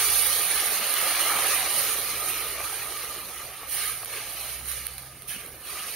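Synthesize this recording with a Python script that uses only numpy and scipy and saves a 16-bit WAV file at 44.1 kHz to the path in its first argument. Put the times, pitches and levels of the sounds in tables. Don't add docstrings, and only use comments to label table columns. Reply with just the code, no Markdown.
import sys
import numpy as np
from scipy import signal
from scipy.fft import rfft, irfft, next_fast_len
from scipy.io import wavfile
from scipy.ndimage import uniform_filter1d

SR = 44100
rng = np.random.default_rng(int(sys.argv[2]) if len(sys.argv) > 2 else 0)


def int16_out(signal):
    q = np.round(np.clip(np.atleast_2d(signal).T, -1, 1) * 32767)
    wavfile.write(sys.argv[1], SR, q.astype(np.int16))


N = 262395

# (time [s], snap level [dB], spray level [dB], spray length [s], drop in boil gain just after [0-1])
SPIT_DROPS = [(0.9395, -33, -23, 0.0011, 0), (1.374, -24, -40, 0.0009, 0.03), (3.477, -40, -52, 0.0011, 0),
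              (4.0285, -26, -42, .001, 0), (4.0472, -46, -30, 0.0008, 0.5), (4.0587, -26, -35, 0.00091, 0),
              (4.715, -46, -35, 0.0009, 0), (4.8679, -19.5, -29, 0.0019, 0.9),
              (4.9816, -25, -33, 0.00074, 0), (5.085, -43, -60.5, 0.00094, 0.04),
              (5.2215, -31, -43, 0.0012, 0.05), (5.4625, -46, -39, 0.0012, 0.4),
              (5.48, -41, -50, 0.0012, 0.1), (5.6894, -33, -39, 0.0012, 0.15)]


def amp(db):
    return 10 ** (np.asarray(db) / 20)


def evened(x):
    return x / np.sqrt(np.mean(x ** 2) + 1e-20)


def summed(*levels_db):
    return 10 * np.log10(sum(amp(db) ** 2 for db in levels_db))


def read(points, hz):
    f, value = np.transpose(points)
    return np.interp(np.log(hz + 1), np.log(f + 1), value)


def colour(x, gain):
    size = next_fast_len(N + 4096)
    freqs = np.fft.rfftfreq(size, 1 / SR)
    return irfft(rfft(x, size) * gain(freqs), size)[..., :N]


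def band(x, lo, hi):
    return colour(x, lambda f: 1 / np.sqrt((1 + (lo / (f + 1)) ** 16) * (1 + (f / hi) ** 16)))


def resonate(x, hz, width_hz):
    turn = np.exp(2j * np.pi * np.cumsum(hz) / SR)
    r = np.exp(-np.pi * width_hz / SR)
    return 2 * (turn * signal.lfilter([1 - r], [1, -r], x / turn)).real


def wander(seconds, count=1):
    size = max(round(seconds * SR), 1)
    noise = rng.standard_normal((count, N))
    return evened(uniform_filter1d(uniform_filter1d(noise, size), size))


def pair(a, b):
    # (frequency [Hz], likeness [0-1])
    likeness = [(30, .95), (60, .97), (140, .89), (260, .99), (500, .98), (860, .95), (1200, .98),
                (1700, .85), (2800, .82), (3600, .55), (5300, .22), (7500, 0)]
    same = lambda f: np.clip(read(likeness, f), 0, 1)
    near = colour(a, lambda f: np.sqrt((1 + same(f)) / 2))
    apart = colour(b, lambda f: np.sqrt((1 - same(f)) / 2))
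    return np.array([near + apart, near - apart])


def bubbles(crowd, spread_db, per_s=12000, hiss=1.0, clump_db=-0.2):
    size = amp(spread_db * np.minimum(rng.exponential(1, N), 4.5))
    size = size * (rng.random(N) < per_s / SR)
    pops = evened(size) * rng.standard_normal((2, N))
    steam = hiss * rng.standard_normal((2, N))
    clumps = amp(clump_db * wander(0.049))
    return pair(*(crowd * clumps * (pops + steam)))


def flare(t, rise, hold, fade_db_per_s):
    up = np.clip(t / rise, 1e-3, 1)
    return 20 * np.log10(up) - fade_db_per_s * np.maximum(t - rise - hold, 0)


def heat():
    # (time [s], steam [dB], splutter [dB], gurgle [dB], pan ring [dB])
    boiling_off = [(0, -21, -32, -41, -39), (.2, -22, -33, -40.5, -42), (.55, -25.5, -30.5, -40.5, -38),
                   (0.849, -27.5, -31.5, -40, -39), (1.05, -26.5, -31.5, -39.5, -37.5),
                   (1.22, -25.5, -28.5, -39.5, -35), (1.331, -27.5, -31, -36, -33),
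                   (1.5, -25.5, -31.5, -39, -35.5), (1.651, -27.5, -31, -37.5, -37.5),
                   (1.8, -24.5, -32.5, -40.5, -37), (2, -29.5, -36.5, -43.5, -43.5),
                   (2.2, -30, -37, -43, -40.5), (2.549, -34, -37, -43.5, -43), (2.9, -35.5, -41, -46, -45),
                   (3.05, -34.5, -38.5, -47.5, -45), (3.25, -38.5, -45, -48, -47),
                   (3.401, -37.5, -41, -47.5, -48), (3.6, -42, -46.5, -51, -49.5)]
    # steam, splutter, gurgle, ring [dB/s]
    simmer_db_per_s = [-3, -5.5, -3.5, -5]
    # (start [s], rise [s], hold [s], fade [dB/s], steam [dB], sizzle [dB],
    # lag of the larger bubbles [s], splutter [dB], gurgle [dB], ring [dB], splutter pitch [Hz])
    turned_food = [(2.23, 0.054, 0.038, 90, -33, -44, 0.013, -33.5, -62, -56, 2750),
                   (2.574, 0.07, 0.11, 68, -36, -41.5, .0, -40.5, -69, -43, 2315),
                   (3.668, 0.051, 0.17, 75, -29, -40, 0.021, -39, -55, -48.5, 2180),
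                   (3.743, 0.044, .03, 88, -54, -38.5, 0.00059, -35, -57, -45, 2022),
                   (3.995, 0.16, 0.055, 77, -36, -39.5, 0.024, -36.5, -44, -45.5, 2250),
                   (4.225, 0.071, 0.25, 55, -36, -42, 0.099, -39.5, -52, -50.5, 2580),
                   (4.635, 0.051, 0.045, 50, -32, -40.5, 0.012, -39, -53.5, -50, 2200),
                   (5.271, 0.017, 0.032, 131, -33.5, -41, 0.033, -35, -57, -55, 2866),
                   (5.298, 0.025, 0.028, 90, -55, -62, 0.044, -44, -58, -63, 2600),
                   (5.358, .04, 0.021, 35, -42.5, -56, 0.028, -45, -52, -56, 1900),
                   (5.599, 0.12, 0.11, 82.5, -36.5, -41.5, 0.03, -37, -49, -43, 2430),
                   (5.852, 0.033, .08, 56, -36, -42, 0.01, -42, -53, -69, 2590)]
    surge_db = [0.25, 0.88, 0.14, 0.9, 0.12, 0.11]
    from_steam = 0.74
    fizz_from_steam = 0.21
    boil_splutter_hz, sink_hz_per_s, lowest_hz = 2220, 760, 1600
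    linger = 0.88

    t = np.arange(N) / SR
    s, *columns = np.transpose(boiling_off)
    steam, *large = (np.interp(t, s, c) + sink * np.maximum(t - s[-1], 0)
                     for c, sink in zip(columns, simmer_db_per_s))
    sizzle = -5 + from_steam * steam + (1 - from_steam) * large[0]
    sizzle = summed(sizzle, -61)
    pitch = amp(large[0]) ** 2 * boil_splutter_hz
    for start, rise, hold, fade, steam_db, sizzle_db, lag, *large_db, hz in turned_food:
        early = flare(t - start, rise, hold, fade)
        late = flare(t - start, rise + lag, max(hold - 2 * lag, 0), linger * fade)
        steam = summed(steam, steam_db + early)
        sizzle = summed(sizzle, sizzle_db + from_steam * early + (1 - from_steam) * late)
        large = [summed(old, db + late) for old, db in zip(large, large_db)]
        sunk_hz = np.maximum(hz - sink_hz_per_s * np.maximum(t - start - rise, 0), lowest_hz)
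        pitch = pitch + amp(large_db[0] + late) ** 2 * sunk_hz
    splutter, gurgle, ring = large
    fizz = -3.5 + fizz_from_steam * steam + (1 - fizz_from_steam) * sizzle
    levels = [gurgle, splutter - 2.5, sizzle - 4.4, fizz - 2.6, steam - 11, ring]
    surges = np.c_[surge_db] * wander(0.059, count=6)
    return levels + surges, pitch / amp(splutter) ** 2


def mottled(x, patchy_db=1.63, blotchy_db=0.87, streaky_db=3.0, bass_share=0.73, full_hz=2500, trim_db=-0.71):
    hz, _, z = signal.stft(x, SR, nperseg=1024)
    patches, streaks, blotches = rng.standard_normal((3, *z.shape[1:]))

    def smeared(cells, bins, frames):
        cells = uniform_filter1d(cells, size=bins, axis=0)
        return evened(uniform_filter1d(cells, size=frames, axis=1))

    field_db = patchy_db * smeared(patches, 4, 2)
    field_db = field_db + streaky_db * smeared(streaks, 2, 6)
    field_db = field_db + blotchy_db * smeared(blotches, 16, 3)
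    top_db = 4.5
    field_db = np.where(field_db > 0, top_db * np.tanh(field_db / top_db), 1.84 * field_db)
    depth = np.clip(hz / full_hz, bass_share, 1)[:, None]
    gain = amp(depth * field_db + trim_db)
    return signal.istft(z * gain, nperseg=1024)[1][:, :N]


def boil():
    # (low edge [Hz], high edge [Hz])
    size_bands = [(275, 1050), (1400, 3400), (3400, 5000), (5000, 7800), (7800, 16000)]
    spiky_db = [0.78, 2.7, 0.84, 0.9, 1.5, 1.8]
    # (frequency [Hz], gain [dB])
    pan_colour = [(250, -3.5), (400, 3.5), (540, 4), (640, 3), (760, 6), (880, 2), (1020, 2), (1480, -4),
                  (1700, -1.5), (1950, -4.5), (2300, -2.5), (2600, -5), (2950, -2), (3300, -7.5),
                  (3700, -13.5)]
    # (time [s], pitch [Hz])
    gurgle_pitch = [(0, 880), (1.1, 790), (2, 559), (3.2, 524), (4.5, 640), (5.95, 394)]
    ring_hz, ring_width_hz = 1228, 196

    levels_db, splutter_hz = heat()
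    crowd = amp(0.33 * wander(0.0015) + 0.54 * wander(0.017) + 0.44 * wander(0.13))
    parts = []
    for (lo, hi), spread_db in zip(size_bands, spiky_db):
        coloured = colour(bubbles(crowd, spread_db), lambda f: amp(read(pan_colour, f)))
        parts.append(band(coloured, lo, hi))
    parts[1] = parts[1] + 1.9 * resonate(parts[1], splutter_hz, 1140)
    gurgle_hz = np.interp(np.arange(N) / SR, *np.transpose(gurgle_pitch))
    parts[0] = parts[0] + 0.45 * resonate(parts[0], gurgle_hz, 410)
    bowl = lambda f: 1 / (1 + (2 * (f - ring_hz) / ring_width_hz) ** 2)
    parts.append(colour(bubbles(crowd, spiky_db[-1]), bowl))

    crackle = band(bubbles(crowd, 1.2, per_s=1600, hiss=0, clump_db=1.0), 1300, 8100)
    crackle = colour(crackle, lambda f: amp(read([(2500, 6.5), (4200, -5), (6500, -3.5)], f)))
    crackle = evened(crackle) * amp(-8 + summed(levels_db[1] - 13.0, levels_db[2]))
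    return crackle + mottled(sum(evened(part) * amp(db) for part, db in zip(parts, levels_db)))


def engine():
    # (time [s], firing rate [Hz], first order [dB], second order [dB])
    drone = [(0, 51.4, -53, -55), (.17, 52.3, -51, -54.5), (.45, 51.4, -64, -59.5), (.84, 53.2, -78, -78),
             (1.232, 54.1, -59, -67), (1.57, 56.5, -60, -61), (2, 55.8, -60, -64), (2.3, 55.6, -56, -60),
             (2.9, 60, -61, -65), (3.301, 59.8, -60, -65), (4.199, 60.4, -63, -59), (4.36, 60, -60, -62.5),
             (4.46, 62.3, -55, -57), (4.65, 61.7, -47, -57), (4.95, 63.4, -53, -55.5),
             (5.08, 63.6, -58, -55), (5.25, 65.2, -63, -58.5), (5.45, 66.9, -66, -63),
             (5.95, 66.4, -64, -73)]
    s, *columns = np.transpose(drone)
    hz, first_db, second_db = (np.interp(np.arange(N) / SR, s, c) for c in columns)
    turn = 2 * np.pi * np.cumsum(hz * (1 + 0.0086 * wander(0.076)[0])) / SR
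    waver_db = 0.56 * wander(0.047, count=2)
    first = amp(first_db + waver_db[0]) * np.sin(turn)
    second = amp(second_db + waver_db[1]) * np.sin(2 * turn)
    return np.sqrt(2) * (first + second)


def yard():
    # (frequency [Hz], relative level [dB per Hz])
    rumble = [(7.1, -50), (12, -16), (32, -8), (53, 0), (129, -2.5), (170, -10), (297, -16), (350, -11),
              (518, -22), (600, -10), (780, -65), (1320, -120)]
    low = colour(pair(*rng.standard_normal((2, N))), lambda f: amp(read(rumble, f)))
    gusts_db = 1.3 * wander(.07)
    return amp(-61 + gusts_db) * low / band(low, 98, 400).std()


def roar():
    # (time [s], level [dB])
    roar_level = [(0, -63), (.3, -65), (.75, -57.5), (1.2, -68), (1.7, -59.5), (2.05, -58), (2.4, -60.5),
                  (2.7, -64), (3.1, -62), (3.599, -71), (4.1, -67), (4.7, -70), (5.2, -65), (5.95, -64)]
    low = band(pair(*rng.standard_normal((2, N))), 122, 290)
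    level_db = np.interp(np.arange(N) / SR, *np.transpose(roar_level))
    lumps_db = 4.5 * wander(0.03)
    return amp(level_db + lumps_db) * evened(low)


def spits():
    clicks, spray = np.zeros(N), np.zeros((2, N))
    t = np.arange(-200, 200) / SR
    for s, snap_db, spray_db, length, _ in SPIT_DROPS:
        at = round((s + 0.00037) * SR)
        clicks[at] -= amp(snap_db)
        puff = np.exp(-((t - 0.0004) / length) ** 2)
        spray[:, at - 200:at + 200] += amp(spray_db) * rng.standard_normal((2, 400)) * puff
    clicks = colour(clicks, lambda f: amp(read([(2500, -1), (4200, -6)], f)))
    lo_hz, hi_hz = 1300, 5200
    snaps = band(clicks, lo_hz, hi_hz) * SR / (2 * (hi_hz - lo_hz))
    return snaps + band(spray, 7100, 16000)


def dips():
    t = np.arange(N) / SR
    gain = np.ones(N)
    for s, *_, drop in SPIT_DROPS:
        gain = gain * (1 - np.clip(drop, 0, 1) * np.exp(-((t - s - .0058) / .0022) ** 2))
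    return gain


def taps():
    # (time [s], level [dB])
    knocks = [(1.233, -26), (2.604, -27), (3.632, -33), (3.797, -41), (4.0322, -31)]
    t, out = np.arange(2000) / SR, np.zeros(N)
    modes = [(730, 2, 0.013), (1120, -0.5, 0.027), (1790, -21, 0.0083)]  # (pitch [Hz], level [dB], T60 [s])
    knock = sum(amp(db - 60 * t / t60) * np.sin(2 * np.pi * hz * t) for hz, db, t60 in modes)
    knock = knock * np.minimum(t / 0.00038, 1)
    for s, level_db in knocks:
        out[round(s * SR):][:2000] += amp(level_db) * knock
    return band(out, 290, 6000)


def plops():
    # (time [s], level before rise and decay [dB], pitch [Hz])
    sauce_bubbles = [(3.919, -63, 650), (5.444, -36, 521), (5.539, -43, 544), (5.554, -47, 630)]
    t60_s, rise_s = 0.043, 0.0064
    t, out = np.arange(3000) / SR, np.zeros(N)
    for s, level_db, hz in sauce_bubbles:
        envelope = np.minimum(t / rise_s, 1) * amp(level_db - 60 * t / t60_s)
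        out[round(s * SR):][:3000] += envelope * np.sin(2 * np.pi * hz * t)
    return out


def scene():
    return boil() * dips() + engine() + yard() + roar() + spits() + taps() + plops()


def record(dry):
    # (frequency [Hz], gain [dB])
    left_port = [(3000, 0.5), (3400, -2), (4100, 8), (5200, 0), (5800, 5), (6900, 1.5), (7500, -9.5),
                 (8450, -5.5), (8900, 1), (9500, -0.5), (11200, 6.5), (13300, 3.5), (15700, 10.5)]
    # (frequency [Hz], gain [dB])
    right_port = [(3000, -0.5), (4100, 3.5), (5300, -1), (6900, -1), (7600, -6), (8450, -16.5),
                  (8800, 15.5), (9400, 21.5), (10200, 16.5), (11050, 12), (11900, 19), (12600, 12),
                  (13400, 4), (15700, 8.5)]
    flat = [(2400, 0)]
    ports = np.array([colour(x, lambda f: amp(read(flat + list(port), f)))
                      for x, port in zip(dry, (left_port, right_port))])
    limit = signal.firwin(801, 15750, window=("kaiser", 9), fs=SR)
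    return signal.oaconvolve(ports, limit[None], "same")


dry = scene()
out = record(dry)
int16_out(out)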